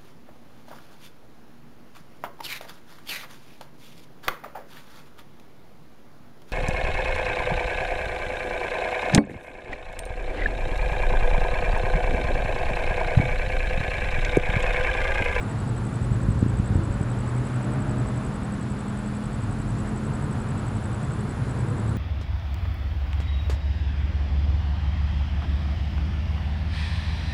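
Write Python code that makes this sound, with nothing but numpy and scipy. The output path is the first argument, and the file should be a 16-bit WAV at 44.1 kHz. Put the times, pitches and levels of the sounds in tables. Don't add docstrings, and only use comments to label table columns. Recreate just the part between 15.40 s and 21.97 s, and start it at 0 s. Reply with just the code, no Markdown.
import sys
import numpy as np
from scipy import signal
from scipy.fft import rfft, irfft
from scipy.io import wavfile

SR = 44100
rng = np.random.default_rng(int(sys.argv[2]) if len(sys.argv) > 2 else 0)


def transcribe(signal):
    frames = np.atleast_2d(signal).T
    limited = np.clip(frames, -1, 1)
    pcm = np.round(limited * 32767).astype(np.int16)
    wavfile.write(sys.argv[1], SR, pcm)


N = 289737


def from_db(db):
    return 10 ** (np.asarray(db, float) / 20)


def rms_one(x):
    return x / np.sqrt(np.mean(x ** 2) + 1e-20)


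def in_time(rows):
    s, *columns = np.transpose(rows)
    return [np.interp(np.arange(N) / SR, s, column) for column in columns]


def drift(rate):
    step = 40
    r = np.exp(-2 * np.pi * rate * step / SR)
    white = rng.standard_normal(N // step + 2002)
    slow = signal.lfilter([1], [1, -2 * r, r * r], white)[2000:]
    return np.interp(np.arange(N) / step, np.arange(len(slow)), rms_one(slow))


def swell(s, fall_s, db):
    return from_db(db) * np.exp(-((np.arange(N) / SR - s) / fall_s) ** 2)


def coloured(spectrum, patchy_db):
    hz = np.maximum(np.fft.rfftfreq(N, 1 / SR), 1)
    point_hz, point_db = np.transpose(spectrum)
    response = from_db(np.interp(np.log(hz), np.log(point_hz), point_db))
    shaped = rfft(rng.standard_normal(N)) * response
    octave, out = np.log2(hz), 0
    for centre in np.arange(np.log2(point_hz[0]) - 1, np.log2(point_hz[-1]) + 1, .5):
        band = np.clip(1 - 2 * np.abs(octave - centre), 0, 1)
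        out = out + irfft(shaped * band, N) * from_db(patchy_db * drift(5.1))
    return rms_one(out)


def engine(rate_hz, orders, order_db, upper_db, waver, flutter_db):
    phase, out = 2 * np.pi * np.cumsum(rate_hz) / SR, 0
    for k, (multiple, db) in enumerate(zip(orders, order_db)):
        above_first_db = upper_db if k > 0 else 0
        gain = from_db(db + above_first_db + flutter_db * drift(2.4))
        tone_phase = multiple * phase + waver * drift(2.54) + 2 * np.pi * rng.random()
        out = out + gain * np.sin(tone_phase)
    return np.sqrt(2) * out


# (time [s], cycle rate [Hz], level [dB])
CRUISE = [(0, 39.17, -41.5), (1, 39.97, -38.5), (2, 40.37, -40.5), (2.6, 40.44, -36), (3.3, 41.05, -34),
          (4, 41.91, -35), (4.7, 42.47, -34), (5.2, 42.6, -41), (5.8, 41.85, -42), (6.57, 41.9, -45)]
# (multiple of the cycle rate), and for each (relative level [dB])
CRUISE_ORDERS = [3, 4, 5, 6, 7, 10]
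CRUISE_ORDER_DB = [-2, -14, 0, -13, -12, -18]


def cruising():
    rate_hz, db = in_time(CRUISE)
    return from_db(db) * engine(rate_hz, CRUISE_ORDERS, CRUISE_ORDER_DB, 0, waver=.3, flutter_db=.9)


# (time [s], cycle rate [Hz], level [dB], throttle [0-1])
PULL = [(0, 59.84, -31.5, 0), (.5, 60.5, -30.5, 0.33), (1, 60.55, -28, 0.37), (1.4, 60.07, -31.5, 0.45),
        (1.7, 59.72, -33, 0.63), (2.0, 61.7, -26, 0.47), (2.2, 64.1, -30.5, 0.48),
        (2.35, 67.8, -29.5, 0.79), (2.55, 68.5, -35.5, 1), (2.75, 70.13, -40, 0.93), (3.0, 71.37, -50, 0.7),
        (3.4, 69.3, -53, 0.5)]
# (multiple of the cycle rate), and for each (relative level at full throttle [dB])
PULL_ORDERS = [2, 4, 5, 6, 7, 9, 10]
PULL_ORDER_DB = [0, -3, -9, -14, -13, -11, -20]


def pulling_away():
    rate_hz, db, throttle = in_time(PULL)
    upper_db = -22 * (1 - np.clip(throttle, 0, 1))
    return from_db(db) * engine(rate_hz, PULL_ORDERS, PULL_ORDER_DB, upper_db, waver=.35, flutter_db=1.5)


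# (time of maximum [s], time to fall 9 dB [s], frequency [Hz], bandwidth [Hz], level at maximum [dB])
DRONE_SWELLS = [(0, 0.34, 109.4, 4.3, -31), (0, 1.16, 143.3, 5, -36), (1.3, 2, 47.6, 3.5, -37),
                (2.5, 1, 124.8, 7.5, -32.5), (4.2, 0.34, 107.7, 4.1, -31), (4.5, 1.17, 46.5, 3.5, -35.5),
                (5.2, 1.65, 141.3, 4.8, -34.5), (5.5, 0.43, 104.5, 6.8, -34.5), (5.9, 1.14, 123.3, 7, -31),
                (6.57, .5, 109.5, 2.9, -29)]


def drones():
    out = 0
    for s, fall_s, hz, width_hz, db in DRONE_SWELLS:
        r = np.exp(-np.pi * width_hz / SR)
        poles = [1, -2 * r * np.cos(2 * np.pi * hz / SR), r * r]
        ringing = signal.lfilter([1, 0, -1], poles, rng.standard_normal(N + SR // 2))
        out = out + swell(s, fall_s, db) * rms_one(ringing[SR // 2:])
    return signal.sosfilt(signal.butter(4, 250, fs=SR, output="sos"), out)


# (time [s], relative level [dB])
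TRAFFIC = [(0, 0), (.5, 1), (1.3, 1), (2, -0.5), (2.9, 0.5), (3.6, -2), (4.8, 1), (5.6, -0.5), (6.57, 3.5)]
# (frequency [Hz], relative density [dB per Hz])
RUMBLE = [(13, -42), (22, -14), (65, -2.5), (113, 2), (135, -12.5), (170, -5.5), (220, -20.5), (370, -120)]
GROWL = [(88, -42), (150, -2.5), (167, -4.5), (215, -1), (280, -6), (520, -14.5), (680, -36), (1140, -120)]
ROAR = [(260, -53), (450, -10.5), (625, -6), (893, -6.5), (1460, -9), (2150, -18.5), (4000, -33),
        (5200, -51), (8800, -120)]
# (time nearest [s], time to fall 9 dB [s], roar level when nearest [dB])
PASSES = [(0, .5, -44), (2.3, 0.92, -42), (5.2, 0.93, -45.5), (6.5, 0.6, -45.5)]
# (begins [s], full [s], holds until [s], gone [s])
ROLL_S = (.55, .75, 1.35, 1.9)


def traffic():
    density_db, = in_time(TRAFFIC)
    roll = from_db(-27.5) * np.interp(np.arange(N) / SR, ROLL_S, [0, 1, 1, 0])
    rumble = np.hypot(from_db(-33.5 + 1.2 * density_db), roll)
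    growl = from_db(-36 + density_db)
    passing_power = sum(swell(*row) ** 2 for row in PASSES)
    roar = np.sqrt(from_db(-41.5) ** 2 + passing_power)
    out = rumble * coloured(RUMBLE, patchy_db=1.9)
    out = out + growl * coloured(GROWL, patchy_db=0.4)
    return out + roar * coloured(ROAR, patchy_db=0.53)


# (frequency [Hz], relative density [dB per Hz])
AIR = [(1500, -12), (2500, -1), (3400, -4.5), (4180, -3.5), (6230, -11), (7100, -6.5), (8000, -8.5),
       (8650, -15.5), (9200, -6.5), (9900, -7.5), (10400, -20.5), (13000, -27), (15000, -31), (15600, -48)]


def night_air():
    return from_db(-54) * coloured(AIR, patchy_db=0.7)


# (frequency [Hz], middle level [dB])
WHINES = [(2416, -72), (3427, -72), (3527, -73), (11009, -94)]


def whines():
    t, out = np.arange(N) / SR, 0
    for hz, db in WHINES:
        out = out + from_db(db + 5.2 * drift(0.91)) * np.sin(2 * np.pi * hz * t + drift(2.3))
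    return out


# (time [s], relative level [dB])
TRILL = [(0, -75), (.6, -66), (1.4, -83), (2, -65), (3.5, -67.5), (5.1, -64.5), (6.57, -64.5)]


def trill():
    strokes_per_s = 44.3
    db, = in_time(TRILL)
    cycles = np.arange(N) / SR * strokes_per_s - .11 + 0.041 * drift(10.14)
    turn = cycles % 1 - .5
    hz = 9900 - 6200 * turn ** 2 + 60 * drift(60.0)
    shape = np.clip(1 - (turn / 0.51) ** 2, 0, 1) * np.exp(-1.6 * turn)
    gain = from_db(db + 4.0 + 1.2 * drift(25.0))
    return gain * shape * np.sin(2 * np.pi * np.cumsum(hz) / SR)


# (first chirp [s], last chirp [s], level [dB])
RUNS = [(.0075, 0.625, -42.4), (.7232, 1.522, -42.9), (1.609, 2.845, -42.5), (2.939, 4.286, -43.5),
        (4.383, 5.525, -42.7), (5.629, 5.89, -43), (6.092, 6.4736, -43.6)]
# (offset [ms], length [ms], start frequency [Hz], end frequency [Hz])
STROKES = [(-11.5, 6.6, 7580, 7230), (1.5, 9.2, 8140, 7520), (17, 11.4, 8140, 7520)]
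# (mean level re the run [dB]), (random spread of level [dB])
STROKE_DB = [-8.5, -1.5, -0.5]
STROKE_SPREAD_DB = [2.5, 0.7, 0.2]


def cricket():
    chirp_s, jitter_s = .089, .0008
    falter_s = 5.805
    lead = SR // 2
    out = np.zeros(N + SR)
    chirps = []
    for first, last, db in RUNS:
        count = round((last - first) / chirp_s) + 1
        chirps += [(s, db) for s in np.linspace(first, last, count)]
    chance = rng.standard_normal((len(chirps), 3, 5))
    for (s, run_db), luck in zip(chirps, chance):
        strokes = STROKES[:2] if abs(s - falter_s) < chirp_s / 2 else STROKES
        chirp_at = s + jitter_s * luck[0, -1]
        for stroke, db, spread_db, stroke_luck in zip(strokes, STROKE_DB, STROKE_SPREAD_DB, luck):
            offset_ms, ms, start_hz, end_hz = stroke
            length_luck, pitch_luck, phase_luck, level_luck, _ = stroke_luck
            u = np.linspace(0, 1, int(ms * (1 + .05 * length_luck) * SR / 1000))
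            hz = (start_hz + (end_hz - start_hz) * u ** 1.3) * (1 + 0.0053 * pitch_luck)
            shape = np.minimum(1, u / 0.073) * np.minimum(1, (1 - u) / 0.24) * np.exp(-.7 * u)
            gain = from_db(run_db + db + spread_db * level_luck)
            at = lead + int((chirp_at + offset_ms / 1000) * SR)
            out[at:at + len(u)] += gain * shape * np.sin(2 * np.pi * np.cumsum(hz) / SR + 9 * phase_luck)
    out = out[lead:lead + N]
    t = np.arange(SR // 10) / SR
    leaves = rng.standard_normal(len(t)) * np.exp(-t / .025)
    return out + from_db(-44.5) * signal.fftconvolve(out, leaves)[:N]


def insects():
    resonance = signal.butter(3, [6000, 10800], "band", fs=SR, output="sos")
    return signal.sosfilt(resonance, trill() + cricket())


# (start [s], end [s], start frequency [Hz], end frequency [Hz], level at the middle [dB])
GLIDES = [(.65, 1.06, 529, 555, -49), (1.3, 1.7, 535, 584, -45.5), (1.352, 1.473, 329, 327, -36.5),
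          (6.1, 6.491, 466, 489, -46.5)]


def glides():
    out = np.zeros(N)
    for start, end, start_hz, end_hz, db in GLIDES:
        at, count = int(start * SR), int((end - start) * SR)
        phase = 2 * np.pi * np.cumsum(np.linspace(start_hz, end_hz, count)) / SR
        out[at:at + count] += from_db(db) * np.sqrt(2 * np.hanning(count)) * np.sin(phase)
    return out


# (time [s], push peak [dB], push length [ms], suction length [ms], suction over push [ratio])
BOOMS = [(.711, -14, 5, 3.9, 1.1), (0.842, -18, 2.4, 2.9, 0.99), (.884, -14.5, 2.4, 4.5, 0.94),
         (.954, -17.5, 4.1, 4.2, 1.3), (1.0259, -9, 2, 2.7, 1.2), (1.0613, -8, 2.7, 6, 0.36),
         (1.194, -14.5, 3.5, 3.8, 2.04), (1.303, -15, 3.8, 5, 1.3), (1.354, -11, 1.9, 6.3, 1.2),
         (1.387, -16, 4.2, 4.9, 1.3), (1.496, -14.5, 4.7, 8.8, 0.48), (1.609, -12.5, 2.9, 5.8, .35)]


def booms():
    out = np.zeros(N)
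    for s, db, push_ms, suction_ms, suction in BOOMS:
        push = np.sin(np.linspace(0, np.pi, int(push_ms * SR / 1000)))
        pull = np.sin(np.linspace(0, np.pi, int(suction_ms * SR / 1000)))
        wave = np.concatenate([push, -suction * pull])
        at = int(s * SR)
        out[at:at + len(wave)] += from_db(db) * wave
    t = np.arange(SR // 4) / SR
    echoes = rng.standard_normal(len(t)) * np.exp(-t / 0.023) * (t > .012)
    out += from_db(-50) * signal.fftconvolve(out, echoes)[:N]
    return signal.sosfilt(signal.butter(3, [30, 460], "band", fs=SR, output="sos"), out)


def scene():
    road = cruising() + pulling_away() + drones() + traffic()
    night = night_air() + whines() + insects()
    return (road + night + glides() + booms())[None]


def band_limit(x):
    return signal.sosfilt(signal.butter(12, 15590, fs=SR, output="sos"), x)


def record(dry):
    return band_limit(dry)


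dry = scene()
out = record(dry)
transcribe(out)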